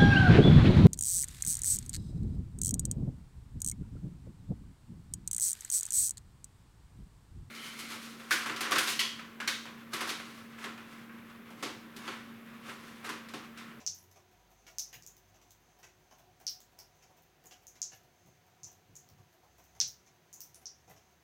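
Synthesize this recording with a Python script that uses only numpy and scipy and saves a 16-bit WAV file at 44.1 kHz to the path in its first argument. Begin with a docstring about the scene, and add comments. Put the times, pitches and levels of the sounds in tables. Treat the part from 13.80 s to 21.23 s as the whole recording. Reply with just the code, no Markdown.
"""A tiled bathroom, heard from a hand-held microphone above the tub: a cat licks water from the spout.
Water films rupture between tongue and metal with a bright snap, and air pockets behind them ring as pops.
The tongue peels off wet surfaces in soft smacks, and tub and tiles reflect each of these sounds.
Behind them lie a few dull bumps, faint room hiss and a low wandering hum."""
import sys
import numpy as np
from scipy import signal
from scipy.fft import rfft, irfft
from scipy.io import wavfile

SR = 44100
rng = np.random.default_rng(int(sys.argv[2]) if len(sys.argv) > 2 else 0)


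def persist_wave(psi):
    """Save psi, clipped to +-1, as 16-bit WAV."""
    counts = np.round(np.clip(psi, -1, 1) * 32767).astype(np.int16)
    wavfile.write(sys.argv[1], SR, np.atleast_2d(counts).T)


N = 327663

# spectra of a smack in the mouth, the hollow of the tub and the wet film: f/Hz, relative level/dB
MOUTH_SPECTRUM = [(300, -24), (900, -16), (1500, 4.5), (2100, 5.5), (3000, 2.5), (4200, -5), (6000, -27),
                  (12000, -50)]
TUB_SPECTRUM = [(150, -15), (370, -3.5), (520, -5.5), (650, -2), (730, 6), (830, -3), (1100, -4),
                (1800, -22), (5000, -29.5)]
WET_SPECTRUM = [(2000, -20.5), (4200, -9), (5500, 0), (6300, 3), (7200, -6), (9000, -20.5), (12000, -13),
                (15500, -18)]
FILM_HZ, FILM_SPREAD_HZ = 14700, 640   # the tiniest bubbles in a film ring near the top of hearing


def pops(lowpass_hz=7600, beam_db=2):
    """Bubble resonance: a film breaks with a snap and a knock, and the air pocket behind it rings."""
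    # beads of water popping (levels are energies): t/s, ring level/dB, f/Hz, snap level/dB, room gain/dB
    beads = [(0.0647, -2, 6050, -24, 6.5), (0.9847, -4.5, 6000, -15.5, 5.7),
             (1.2644, -21.5, 6630, -27.5, 3.5), (2.6675, -3.5, 5400, -22.5, 5),
             (2.9896, -23.5, 5390, -28, 5), (3.6577, -28.5, 6800, -31, 8), (3.869, -23, 6450, -30.5, 5.5),
             (4.0176, -4.5, 6310, -25.5, 3), (4.8331, -15.5, 6370, -35, 10), (5.1544, -21.5, 6630, -31, 11),
             (6.0023, 4, 5820, -19, 2.5), (6.529, -20.5, 6600, -27, 10.5), (6.6055, -19.5, 5970, -19, 6),
             (6.857, -13, 5700, -39, 5.5)]
    # spectrum of the knock: f/Hz, relative level/dB
    knock_spectrum = [(500, -12), (1300, -5), (2200, 1), (3300, 8.5), (4400, 18.5), (5500, -1), (7500, -30),
                      (12000, -68)]
    out, knock = np.zeros(N), impulse(knock_spectrum)
    t = np.arange(len(knock)) / SR
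    lowpass = signal.butter(2, lowpass_hz, fs=SR, output="sos")
    for onset, ring_db, hz, snap_db, room_db in beads:
        swell_cycles = 0.86 - 0.013 * ring_db   # time constant, longer when the film breaks gently
        age = t * hz / swell_cycles
        envelope = age ** 2.22 * np.exp(-age)
        ring = unit(signal.sosfilt(lowpass, envelope * np.sin(2 * np.pi * hz * t)))
        # the knock grows faster than the ring, and by 30 dB for each octave the pop is deeper
        knock_db = -19 + 1.9 * ring_db - 30 * np.log2(hz / 6260)
        resonance_db = 12 + 0.66 * (snap_db - ring_db)   # fades as the ring takes over
        add(out, onset, bathroom(from_db(ring_db) * ring, room_db))
        # the low knock spreads into the room, the high snap travels more directly
        add(out, onset, bathroom(from_db(knock_db) * knock, room_db + beam_db))
        add(out, onset, bathroom(from_db(snap_db) * snap(FILM_HZ, resonance_db), room_db - beam_db))
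    return out


def snap(pitch_hz, resonance_db, width_hz=1300):
    """Impulse excitation: a breaking film clicks, with a spectral peak at its tiniest bubble's pitch."""
    # broadband spectrum of the rupture: f/Hz, relative level/dB
    rupture_spectrum = [(500, -40), (2000, -14), (4000, -14), (6200, -3), (8200, -2.5), (10000, -4),
                        (12000, -3.5), (14000, -4), (15500, -5.5), (17000, -26)]
    hz = np.geomspace(500, 20000, 120)
    broadband_db = np.interp(hz, *np.transpose(rupture_spectrum))
    peak_db = resonance_db / (1 + ((hz - pitch_hz) / width_hz) ** 2)
    return impulse(np.column_stack([hz, broadband_db + peak_db]))


def ticks(resonance_db=16, room_db=2.5):
    """Film rupture: small films give only a bright snap and a little wet crackle."""
    # thin films snapping: t/s, snap level/dB, f/Hz, crackle level/dB
    films = [(0.148, -28.5, 14200, -47), (0.187, -35.5, 11000, -43), (0.2286, -36.5, 14000, -49),
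             (0.3135, -40, 12900, -36.5), (0.8707, -44, 13900, -44), (1.1297, -33, 12400, -44),
             (1.1426, -27.5, 14800, -46), (1.2234, -47, 12400, -28), (1.3675, -37, 15000, -35),
             (1.7073, -35.5, 15500, -31.5), (2.6985, -23.5, 15000, -45), (2.804, -34.5, 15700, -30.5),
             (3.4227, -39.5, 14500, -57), (4.149, -36, 13060, -42), (4.917, -38, 13800, -38),
             (5.289, -38, 15300, -36), (5.84, -39, 14700, -44.5), (6.078, -25.5, 15200, -39),
             (6.7454, -28, 10000, -28.5)]
    out = np.zeros(N)
    for onset, snap_db, hz, wet_db in films:
        add(out, onset, bathroom(from_db(snap_db) * snap(hz, resonance_db), room_db))
        add(out, onset, bathroom(from_db(wet_db) * peel(WET_SPECTRUM, decay_s=0.00094), room_db))
    return out


def smacks(room_db=6):
    """Source and filter: each smack is coloured by the mouth, the hollow of the tub and the wet film."""
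    # smacks of tongue and mouth: t/s, mouth level/dB, tub level/dB
    strokes = [(0.001, -30.5, -28.5), (0.358, -39, -31), (0.866, -27, -32.5), (1.128, -22, -29.5),
               (1.542, -41.5, -39), (1.613, -42.5, -37), (2.029, -27.5, -32.5), (2.31, -37.5, -30),
               (2.985, -40, -32.5), (3.223, -37.5, -38), (3.296, -66, -33), (3.709, -28, -29),
               (3.953, -36.5, -35), (4.118, -28.5, -30), (5.38, -54, -35.5), (5.63, -58, -33.5),
               (5.95, -42, -33), (6.262, -39.5, -40), (7.076, -41, -30.5), (7.162, -40.5, -35)]
    out = np.zeros(N)
    for onset, mouth_db, tub_db in strokes:
        mouth = from_db(mouth_db) * peel(MOUTH_SPECTRUM)
        tub = from_db(tub_db) * peel(TUB_SPECTRUM, decay_s=0.0066)
        wet = from_db(-9 + 0.65 * mouth_db) * peel(WET_SPECTRUM)   # harder smacks are wetter
        add(out, onset, bathroom(mouth + tub + wet, room_db))
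    return out


def peel(spectrum, decay_s=0.0044, clicks_per_s=4000):
    """Shot noise: the tongue leaves a wet surface in a run of tiny clicks that swells and dies."""
    t = seconds(.06)
    clicks = rng.standard_normal(len(t)) * (rng.random(len(t)) < clicks_per_s / SR)
    burst = clicks * np.sqrt(t) * np.exp(-t / decay_s)
    return unit(signal.fftconvolve(burst, impulse(spectrum)))


def faint_licks(count=36, spread_db=5.5, resonance_db=14, room_db=5):
    """Peeling and rupture at low level: the tongue keeps working about five times a second."""
    out = np.zeros(N)
    for k in range(count):
        onset = (k + rng.random()) * N / SR / count
        strength = from_db(spread_db * rng.standard_normal())
        mouth = from_db(-48) * peel(MOUTH_SPECTRUM, decay_s=0.0035)
        tub = from_db(-41) * peel(TUB_SPECTRUM, decay_s=0.0092)
        wet = from_db(-48) * peel(WET_SPECTRUM)
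        film = from_db(-46) * snap(FILM_HZ + FILM_SPREAD_HZ * rng.standard_normal(), resonance_db)
        add(out, onset, strength * bathroom(mouth + tub + wet, room_db))
        add(out, onset, strength * bathroom(film, room_db))
    return out


def bathroom(sound, room_db, t60_s=0.25, early_db=-4, wall_s=.0098, roughness_db=1.5):
    """Reverberation: reflections lie room_db above the direct sound; the total energy is kept."""
    # first reflections off tub and tiles: delay/ms, level/dB relative to the diffuse tail
    reflections = [(1.1, -31.5), (10.3, -8.5), (12.0, -9.5), (16.4, -12.5), (23.0, -31)]
    t = seconds(.4)
    scatter = rng.standard_normal(len(t)) * from_db(roughness_db * rng.standard_normal(len(t)))
    decay = from_db(-60 * t / t60_s + early_db * (t < wall_s))   # weaker until the walls answer
    response = unit(scatter * decay * (t > .002))
    for delay_ms, db in reflections:
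        path_shift = rng.uniform(.97, 1.03)   # head and hand move a little
        response[int(delay_ms * path_shift * SR / 1000)] += from_db(db)
    heard = from_db(room_db) * unit(signal.fftconvolve(sound, response))
    heard[:len(sound)] += unit(sound)   # the room outweighs this path when the cat's head is in the way
    return unit(heard) * np.sqrt(np.sum(sound ** 2))


def bumps(decay_s=0.061):
    """Damped impacts: decaying noise bursts give soft low knocks, as of a shifting paw or hand."""
    # dull bumps: t/s, level/dB
    impacts = [(1.157, -29.5), (4.12, -33), (4.45, -31), (4.822, -29.5), (5.09, -27.5), (5.31, -27.5),
               (5.394, -29), (6.018, -27), (7.079, -29.5)]
    # spectrum of a bump: f/Hz, relative level/dB
    bump_spectrum = [(40, -17.5), (80, -2), (110, 3.5), (170, 0), (240, -14.5), (400, -11.5), (1000, -57),
                     (4000, -63)]
    out, t = np.zeros(N), seconds(0.13)
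    body = impulse(bump_spectrum, size=4096)
    for onset, db in impacts:
        push = rng.standard_normal(len(t)) * np.exp(-t / decay_s)
        add(out, onset, from_db(db) * unit(signal.fftconvolve(push, body)))
    return out


def air(hiss_rms_db=-68.5, waver_db=3.0, wavers_per_s=10):
    """Noise-driven resonances: narrow room modes and a broad peak near 6.3 kHz waver in a steady hiss."""
    # spectral density of the air noise: f/Hz, relative level/dB
    hiss_spectrum = [(24, -32.5), (40, -14), (104, -2), (297, -11), (363, -7), (467, -11), (503, -10),
                     (680, -12.5), (965, -15.5), (1440, -14), (1900, -14.5), (4930, -21.5), (6170, -24.5),
                     (9220, -30.5), (16000, -25)]
    # resonances wavering in the hiss, narrow ones of the room and a broad one near 6.3 kHz: f/Hz, bandwidth/Hz,
    # rms level/dB
    modes = [(97.7, 9.1, -80.5), (156.6, 19, -79), (363.7, 4.6, -81), (726, 30, -77), (755, 56, -83),
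             (967, 29, -82), (6280, 410, -78.5)]
    hiss = signal.fftconvolve(rng.standard_normal(N + 8191), impulse(hiss_spectrum, size=8192), "valid")
    out = from_db(hiss_rms_db) * unit(hiss)
    for hz, width_hz, db in modes:
        b, a = signal.iirpeak(hz, hz / width_hz, fs=SR)
        resonance = signal.lfilter(b, a, rng.standard_normal(N))
        out += from_db(db) * unit(resonance * from_db(waver_db * drift(wavers_per_s)))
    return out * np.sqrt(N)   # unit energy becomes unit rms


def hum(fade_s=0.15, sag_db_per_s=3):
    """Linear frequency glides: low tones fade in, rise slowly in pitch as they weaken, and fade out."""
    # low hums: start t/s, end t/s, starting f/Hz, rise/(Hz/s), starting rms level/dB before the fade
    tones = [(-0.1, 0.52, 84.8, 16, -69.5), (0.45, 4.45, 49.5, 0.25, -71.5), (4.502, 8.7, 94, 3.25, -75.5),
             (5.6, 6.35, 62, 9, -72), (6.6, 9.9, 72.1, 2.5, -75.5)]
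    out, t = np.zeros(N), np.arange(N) / SR
    for start, end, hz, rise, db in tones:
        age = t - start
        fade = np.clip(np.minimum(age, end - t) / fade_s, 0, 1)
        rms = from_db(db - sag_db_per_s * age) * fade
        phase = 2 * np.pi * np.cumsum(hz + rise * age) / SR
        out += np.sqrt(2) * rms * np.sin(phase)
    return out


def impulse(spectrum, size=1024):
    """Minimum phase: the sharpest causal click with this spectrum, at unit energy."""
    hz, db = np.transpose(spectrum)
    bin_hz = np.arange(size // 2 + 1) * SR / size
    magnitude = from_db(np.interp(np.log(bin_hz + 1), np.log(hz), db))
    cepstrum = irfft(np.log(magnitude))
    cepstrum[1:size // 2] *= 2   # fold the anticausal half onto the causal half
    cepstrum[size // 2 + 1:] = 0
    return unit(irfft(np.exp(rfft(cepstrum)), size))


def drift(knots_per_s):
    """Slow random modulation: straight lines between standard normal values."""
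    knots = rng.standard_normal(400)
    return np.interp(np.arange(N) / SR * knots_per_s, np.arange(len(knots)), knots)


def from_db(db):
    """Amplitude ratio of a level in decibels."""
    return 10 ** (np.asarray(db) / 20)


def unit(x):
    """Normalisation to unit energy."""
    return x / np.sqrt(np.sum(x ** 2) + 1e-30)


def seconds(length_s):
    """Uniform sampling: a time axis in seconds."""
    return np.arange(int(length_s * SR)) / SR


def add(out, onset_s, sound):
    """Superposition: mix a sound in at its onset."""
    start = int(np.clip(round(onset_s * SR), 0, N - 1))
    out[start:start + len(sound)] += sound[:N - start]


def scene():
    """Superposition of the drinking cat and the quiet room, in mono."""
    return (pops() + ticks() + smacks() + faint_licks() + bumps() + air() + hum())[None, :]


def record(dry, low_hz=25, high_hz=16200):
    """Band limiting: the microphone drops the deepest bass and cuts the top steeply."""
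    highpass = signal.butter(2, low_hz, "high", fs=SR, output="sos")
    lowpass = signal.ellip(10, .1, 70, high_hz, fs=SR, output="sos")
    return signal.sosfilt(lowpass, signal.sosfilt(highpass, dry))


dry = scene()
out = record(dry)
persist_wave(out)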